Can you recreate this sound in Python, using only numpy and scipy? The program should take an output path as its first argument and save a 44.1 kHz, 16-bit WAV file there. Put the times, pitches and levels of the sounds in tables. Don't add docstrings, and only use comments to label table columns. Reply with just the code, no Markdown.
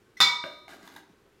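import sys
import numpy as np
from scipy import signal
from scipy.fft import rfft, irfft
from scipy.io import wavfile

SR = 44100
rng = np.random.default_rng(int(sys.argv[2]) if len(sys.argv) > 2 else 0)


def voltage_ratio(decibels):
    exponent = np.asarray(decibels, float) / 20
    return 10 ** exponent


def file_out(sig):
    cols = np.atleast_2d(sig).T
    lim = np.clip(cols, -1, 1)
    pcm = np.round(lim * 32767).astype(np.int16)
    wavfile.write(sys.argv[1], SR, pcm)


N = 61739

# [t/s, level/dB]
BLOWS = [
    (0.2033, -4),
    (0.2112, -7),
]
# [t/s, level/dB]
KNOCKS = [
    (.2045, -40),
    (.4387, -30.5),
]


def evened(x):
    return x / np.sqrt(np.mean(x ** 2) + 1e-20)


def read(points, hz):
    f, value = np.transpose(points)
    return np.interp(np.log(hz + 1), np.log(f + 1), value)


def add(mix, s, sound):
    part = mix[round(s * SR):][:len(sound)]
    part += sound[:len(part)]


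def rise(size, seconds):
    return 1 - np.exp(-np.arange(size) / SR / max(seconds, 1e-4))


def ring(hz, db, t60, length_s):
    t = np.arange(round(length_s * SR))[:, None] / SR
    decay = voltage_ratio(db - 60 * t / np.asarray(t60))
    return decay * np.sin(2 * np.pi * np.asarray(hz) * t)


def coloured(points, size):
    gain = voltage_ratio(read(points, np.fft.rfftfreq(size, 1 / SR)))
    return evened(irfft(rfft(rng.standard_normal(size)) * gain, size))


def resonate(x, hz, width_hz):
    return signal.lfilter(*signal.iirpeak(hz, hz / width_hz, SR), x)


def bowl():
    # [f/Hz, level/dB, t60/s, side of the node line +-1]
    body_modes = [(956.6, -39.2, .85, 1), (966, -29.8, .58, 1), (968.7, -31.5, .8, -1),
                  (983.7, -34, .65, -1), (2254.3, -18.9, .39, -1), (2258.4, -22.3, .53, 1),
                  (2282.1, -18.6, .09, -1), (2279.9, -30.8, .48, 1), (2289.3, -30.3, .78, 1),
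                  (4064.9, -22.6, .33, 1), (4078.3, -20, .31, -1), (4104.2, -35.6, .33, -1),
                  (3895, -44, 1.2, 1), (4135, -34.3, .85, 1)]
    chime_modes = [(3379.4, -31.7, .45, -1), (3418.6, -36.4, .51, 1), (3430.7, -34.1, .51, 1),
                   (3442, -23.4, .38, -1), (3579.2, -21.4, .43, 1), (3583.4, -21.3, .29, 1),
                   (3591.9, -21.9, .45, 1), (3600.2, -16.5, .35, -1), (3624.9, -24.5, .75, -1),
                   (3638.8, -35.2, .39, -1)]
    rim_modes = [(4009, -37, .7, 1), (4648, -20, .17, 1), (4731, -28, .47, 1), (4738, -30, .44, -1),
                 (4965, -36, .5, 1), (4982, -39, .5, -1), (5190, -24, .18, 1), (5366, -29, .46, 1),
                 (5456, -41, .68, 1), (5608, -33, .3, 1), (6115, -32, .33, 1), (6275, -38, .45, 1),
                 (6827, -41, .45, 1), (7272, -32, .28, 1)]
    wall_modes = [(1014.3, -33.3, .38, -1), (1187.9, -37.2, .81, -1), (1216, -31.1, .37, 1),
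                  (1229.4, -40, .57, 1), (1243.7, -35.5, 1.1, 1), (1264.3, -25.6, .3, -1),
                  (1340, -32, .3, 1), (1485, -32, .1, 1), (1925.4, -37.3, .65, -1),
                  (1949.5, -29.7, .41, -1), (1964.3, -30.2, .47, 1), (2125, -44, .8, 1), (800, -33, .3, 1),
                  (4182, -31, .3, 1)]
    lip_modes = [(5350, -43.7, .47, -1), (4390, -42, .6, 1), (5219, -43.5, .8, -1), (5905, -50, .8, 1),
                 (6026, -38, .3, 1), (6445, -45, .5, 1), (7050, -38, .3, 1), (7495, -40, .3, 1),
                 (7760, -49, .5, 1), (8010, -52, .6, 1), (8440, -58, .65, 1), (10890, -54, .45, 1)]
    settle_modes = [(533.9, -45.7, .38, 1), (573.6, -40.4, .22, -1), (586, -44, .46, 1),
                    (603.8, -44.3, .52, -1), (639.1, -42.4, .39, -1), (669.5, -54.2, .63, -1)]
    tone_db = 1.04
    strike_s, rise_s, bounce_delay_s, first_share = .2032, .0006, .0085, .55

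    hz, db, t60, side = np.transpose(body_modes + chime_modes + rim_modes + wall_modes + lip_modes)
    tone = ring(hz, db + tone_db, t60, 1) @ np.sign(side)
    swell = first_share * rise(len(tone), rise_s)
    add(swell, bounce_delay_s, (1 - first_share) * rise(len(tone), rise_s))
    out = np.zeros(N)
    add(out, strike_s, tone * swell)
    hz, db, t60, side = np.transpose(settle_modes)
    add(out, KNOCKS[-1][0], ring(hz, db, t60, 0.56) @ side)
    return out


def clash():
    # [f/Hz, level/dB]
    shimmer = [(300, -32), (800, -8), (1250, -5.5), (1550, 2), (2800, -3.5), (7300, -7.5), (8500, -18),
               (15500, -18)]
    # [f/Hz, level/dB]
    crack_spectrum = [(150, -11), (600, -8.5), (1250, -11.5), (2500, -3.5), (3700, 2), (6000, -7.5),
                      (10000, 4.5), (15500, -6)]
    # [f/Hz, level/dB, t60/s]
    graze_modes = [(2010, 0, 0.058), (2203, -20.5, 0.15), (3580, -24, 0.143), (3285, -30.5, 0.19),
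                   (4200, -22, 0.12), (5188, -20.5, 0.06975), (5625, -21.5, .12), (6200, -25, 0.1577),
                   (8130, -26, 0.11), (8800, -32.5, 0.093), (11650, -33, .04), (12890, -28, .08)]
    # [f/Hz], [level/dB], [t60/s]
    clack_hz = [1280, 3643, 9980]
    clack_db = [-11, -11.5, -28]
    clack_t60_s = [0.026, 0.086, 0.011]
    shimmer_db, shimmer_spread_db, shimmer_t60_s, shimmer_fall = -39, 1.2, .2, 0.11
    crack_db, crack_t60_s = -19.5, 0.015
    graze_s, graze_db, graze_rise_s, graze_shell_db = .1685, -32, .004, -34

    pick = rng.random((700, 4))
    faint_hz = 300 + 16000 * pick[:, 0] ** 1.2
    level_db = shimmer_db + read(shimmer, faint_hz) + shimmer_spread_db * (4 * pick[:, 3] - 2)
    t60 = shimmer_t60_s * (.5 + pick[:, 1]) * (faint_hz / 4000) ** -shimmer_fall
    fade = np.hanning(.8 * SR)[-round(.4 * SR):]
    shell = ring(faint_hz, level_db, t60, .4) @ np.sign(pick[:, 2] - .5) * fade

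    out, t = np.zeros(N), np.arange(2048) / SR
    for s, blow_db in BLOWS:
        add(out, s, voltage_ratio(blow_db) * shell * rise(len(shell), 0.00014))
        decay = voltage_ratio(blow_db + crack_db - 60 * t / crack_t60_s)
        add(out, s, decay * coloured(crack_spectrum, 2048) * rise(2048, .0003))
        add(out, s, ring(clack_hz, blow_db + np.array(clack_db), clack_t60_s, .05).sum(1))
    hz, db, t60 = np.transpose(graze_modes)
    touch = ring(hz, db + graze_db, t60, .4).sum(1) + voltage_ratio(graze_shell_db) * shell
    add(out, graze_s, touch * rise(len(touch), graze_rise_s))
    return out


def spoon():
    # [f/Hz, level/dB, t60/s]
    wood_modes = [(198.4, -18, .08), (294.7, -12, 0.0792), (346, -8, .07), (650, 0, .03), (1520, 7, 0.015),
                  (2236, 4.5, .018), (2750, -4, 0.018), (1240, -1, 0.01462)]
    knock_rise_s = .0004
    thump_hz, thump_width_hz, thump_db, thump_t60_s, thump_rise_s = 188, 140, -35.5, 0.32, 0.11

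    out = np.zeros(N)
    hz, db, t60 = np.transpose(wood_modes)
    for s, knock_db in KNOCKS:
        knock = ring(hz, db, t60, .4).sum(1)
        add(out, s, voltage_ratio(knock_db) * knock * rise(len(knock), knock_rise_s))
    t = np.arange(SR // 2) / SR
    boom = resonate(rng.standard_normal(len(t)), thump_hz, thump_width_hz)
    boom = evened(resonate(boom, thump_hz, thump_width_hz))
    swell = 1 - np.exp(-t / thump_rise_s)
    add(out, BLOWS[0][0], boom * swell * voltage_ratio(thump_db - 60 * t / thump_t60_s))
    return out


def lid():
    # [t/s, level/dB]
    pressure = [(0.439, -53), (0.676, -84), (0.682, -51), (0.749, -51.5), (.775, -63), (.815, -59),
                (.845, -54), (.91, -57), (0.993, -55), (1.022, -92), (1.13, -73)]
    # [f/Hz, width/Hz, level/dB]
    resonances = [(250, 180, -2), (667, 50, -2.5), (863, 216, 0.5), (1190, 180, -1.5), (1520, 240, 5.5),
                  (1990, 150, -1.5), (2850, 190, -6.5), (3750, 740, 0), (5130, 270, -14), (6460, 390, -9.5),
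                  (9700, 1100, -9), (12700, 2000, -9.5)]
    # [t/s, level/dB, brightness/(dB/octave), length/s]
    snaps = [(.6975, -47, 0, .002), (.7065, -48, 0, .002), (.712, -47, 0, .002), (.748, -46, 1, .002),
             (1.09, -50, -9, .03), (1.262, -54, -8, .004), (.6800, -45, 0, .003), (.8755, -40, 3, .003),
             (.9625, -39, 3, .005), (.4385, -47, 6, .001), (.589, -57, 5, .002), (.855, -51, 7, .0005),
             (.868, -50, 7, .0005), (.876, -48, 7, .0005), (.889, -48, 7, .0005), (.922, -52, 7, .0005),
             (.9397, -49, 7, .0005), (.951, -52, 6, .0005)]
    grains_per_s, grain_spread_db, rub_tilt_db, rub_low_db = 1400, 3.5, -2.5, 0
    snap_rise = .2

    t, (when, db) = np.arange(N) / SR, np.transpose(pressure)
    grains = voltage_ratio(grain_spread_db * np.minimum(rng.exponential(1, N), 2.5))
    grains *= rng.random(N) < grains_per_s / SR
    grains = grains * rng.standard_normal(N) + 0.18 * rng.standard_normal(N)
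    parts = np.array([resonate(grains, f, w) * voltage_ratio(d + rub_tilt_db * np.log2(f / 2000)) / np.sqrt(w)
                      for f, w, d in resonances])
    press = voltage_ratio(np.interp(t, when, db, right=-100))
    low = evened(resonate(parts[0], 343, 290))
    out = evened(parts[1:].sum(0)) * press + voltage_ratio(rub_low_db) * low * np.sqrt(press * voltage_ratio(-62))
    out *= t > when[0]

    u = np.arange(1024) / SR
    for s, snap_db, tilt_db, length in snaps:
        push = rng.standard_normal(1024) * voltage_ratio(-20 * u / length) * rise(1024, snap_rise * length)
        snap = np.zeros(1024)
        for f, w, d in resonances:
            gain = voltage_ratio(d + tilt_db * np.log2(f / 2000)) / np.sqrt(w)
            snap += resonate(resonate(push, f, 2 * w), f, w) * gain
        add(out, s, voltage_ratio(snap_db) * snap / abs(snap).max())
    return out


def nail_taps():
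    # [t/s, level/dB, f/Hz, length/s]
    tap_events = [(.6795, -43.5, 770, 0.0046), (.6798, -45, 2210, .004), (.695, -45, 707, 0.0044),
                  (.705, -49, 745, 0.0037), (.7055, -48.5, 3730, 0.0023), (.7215, -45, 1627, 0.0083),
                  (.730, -54, 1557, 0.0066), (.7435, -42.5, 650, 0.0024), (.7435, -46.5, 1640, 0.0027),
                  (.866, -60, 1590, 0.0055), (.875, -44.5, 3510, 0.0035), (.8755, -42.5, 980, 0.0027),
                  (.8765, -47, 1680, 0.0034), (.961, -47.5, 3750, 0.0017), (.9615, -41, 914, 0.0041),
                  (.9625, -45, 1630, 0.005), (.969, -45.5, 1910, 0.0027), (.981, -59, 1615, 0.0058),
                  (1.005, -76, 1600, .009)]
    out = np.zeros(N)
    for s, tap_db, hz, length in tap_events:
        t = np.arange(0, 2 * length, 1 / SR)
        swell = np.sin(np.pi * np.sqrt(t / (2 * length))) ** 2
        add(out, s, voltage_ratio(tap_db) * swell * np.sin(2 * np.pi * hz * t))
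    return out


def kitchen(x):
    # [f/Hz, t60/s]
    reverb_t60 = [(150, 0.13), (600, 0.61), (2000, 0.35), (5000, 0.45), (9000, 0.3), (15000, 0.26)]
    reflections = np.zeros(SR)
    at = np.arange(300, SR - 20, 20)
    reflections[at + rng.integers(0, 20, len(at))] = rng.choice([-1., 1.], len(at))
    hz, t, z = signal.stft(reflections, SR, nperseg=256)
    decay = voltage_ratio(-60 * t / read(reverb_t60, hz)[:, None])
    tail = signal.istft(z * decay, SR, nperseg=256)[1]
    return signal.fftconvolve(x, tail / np.linalg.norm(tail))[:N]


def hum():
    # [f/Hz, level/dB]
    hiss_spectrum = [(12, -52.5), (20, -11.5), (102, -7.5), (165, -10), (372, -8), (416, -20.5),
                     (1510, -17.5), (14700, -38.5), (16500, -44)]
    # [f/Hz, width/Hz, level/dB]
    drone_peaks = [(395, 140, -10.5), (1088, 6.7, -9.5), (1530, 13, -12.5)]
    hiss_db, drone_db = -65, -67
    noise, drone = rng.standard_normal(N), np.zeros(N)
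    for f, w, d in drone_peaks:
        drone += evened(resonate(resonate(noise, f, w), f, w)) * voltage_ratio(d) * np.sqrt(w)
    return voltage_ratio(hiss_db) * coloured(hiss_spectrum, N) + voltage_ratio(drone_db) * evened(drone)


def scene():
    low_cut_hz, tone_room_db, room_db = 100, -28, -4.5
    tone = bowl()
    near = clash() + spoon() + lid() + nail_taps()
    near = signal.sosfilt(signal.butter(4, low_cut_hz, "high", fs=SR, output="sos"), near)
    room = kitchen(voltage_ratio(tone_room_db) * tone + voltage_ratio(room_db) * near)
    return (tone + near + room + hum())[None]


def roll_off(x):
    return signal.sosfilt(signal.butter(12, 16820, fs=SR, output="sos"), x)


def record(dry):
    edge = signal.firwin(255, 16050, fs=SR)
    mix = signal.oaconvolve(dry, edge[None], "same")
    return roll_off(mix)


dry = scene()
out = record(dry)
file_out(out)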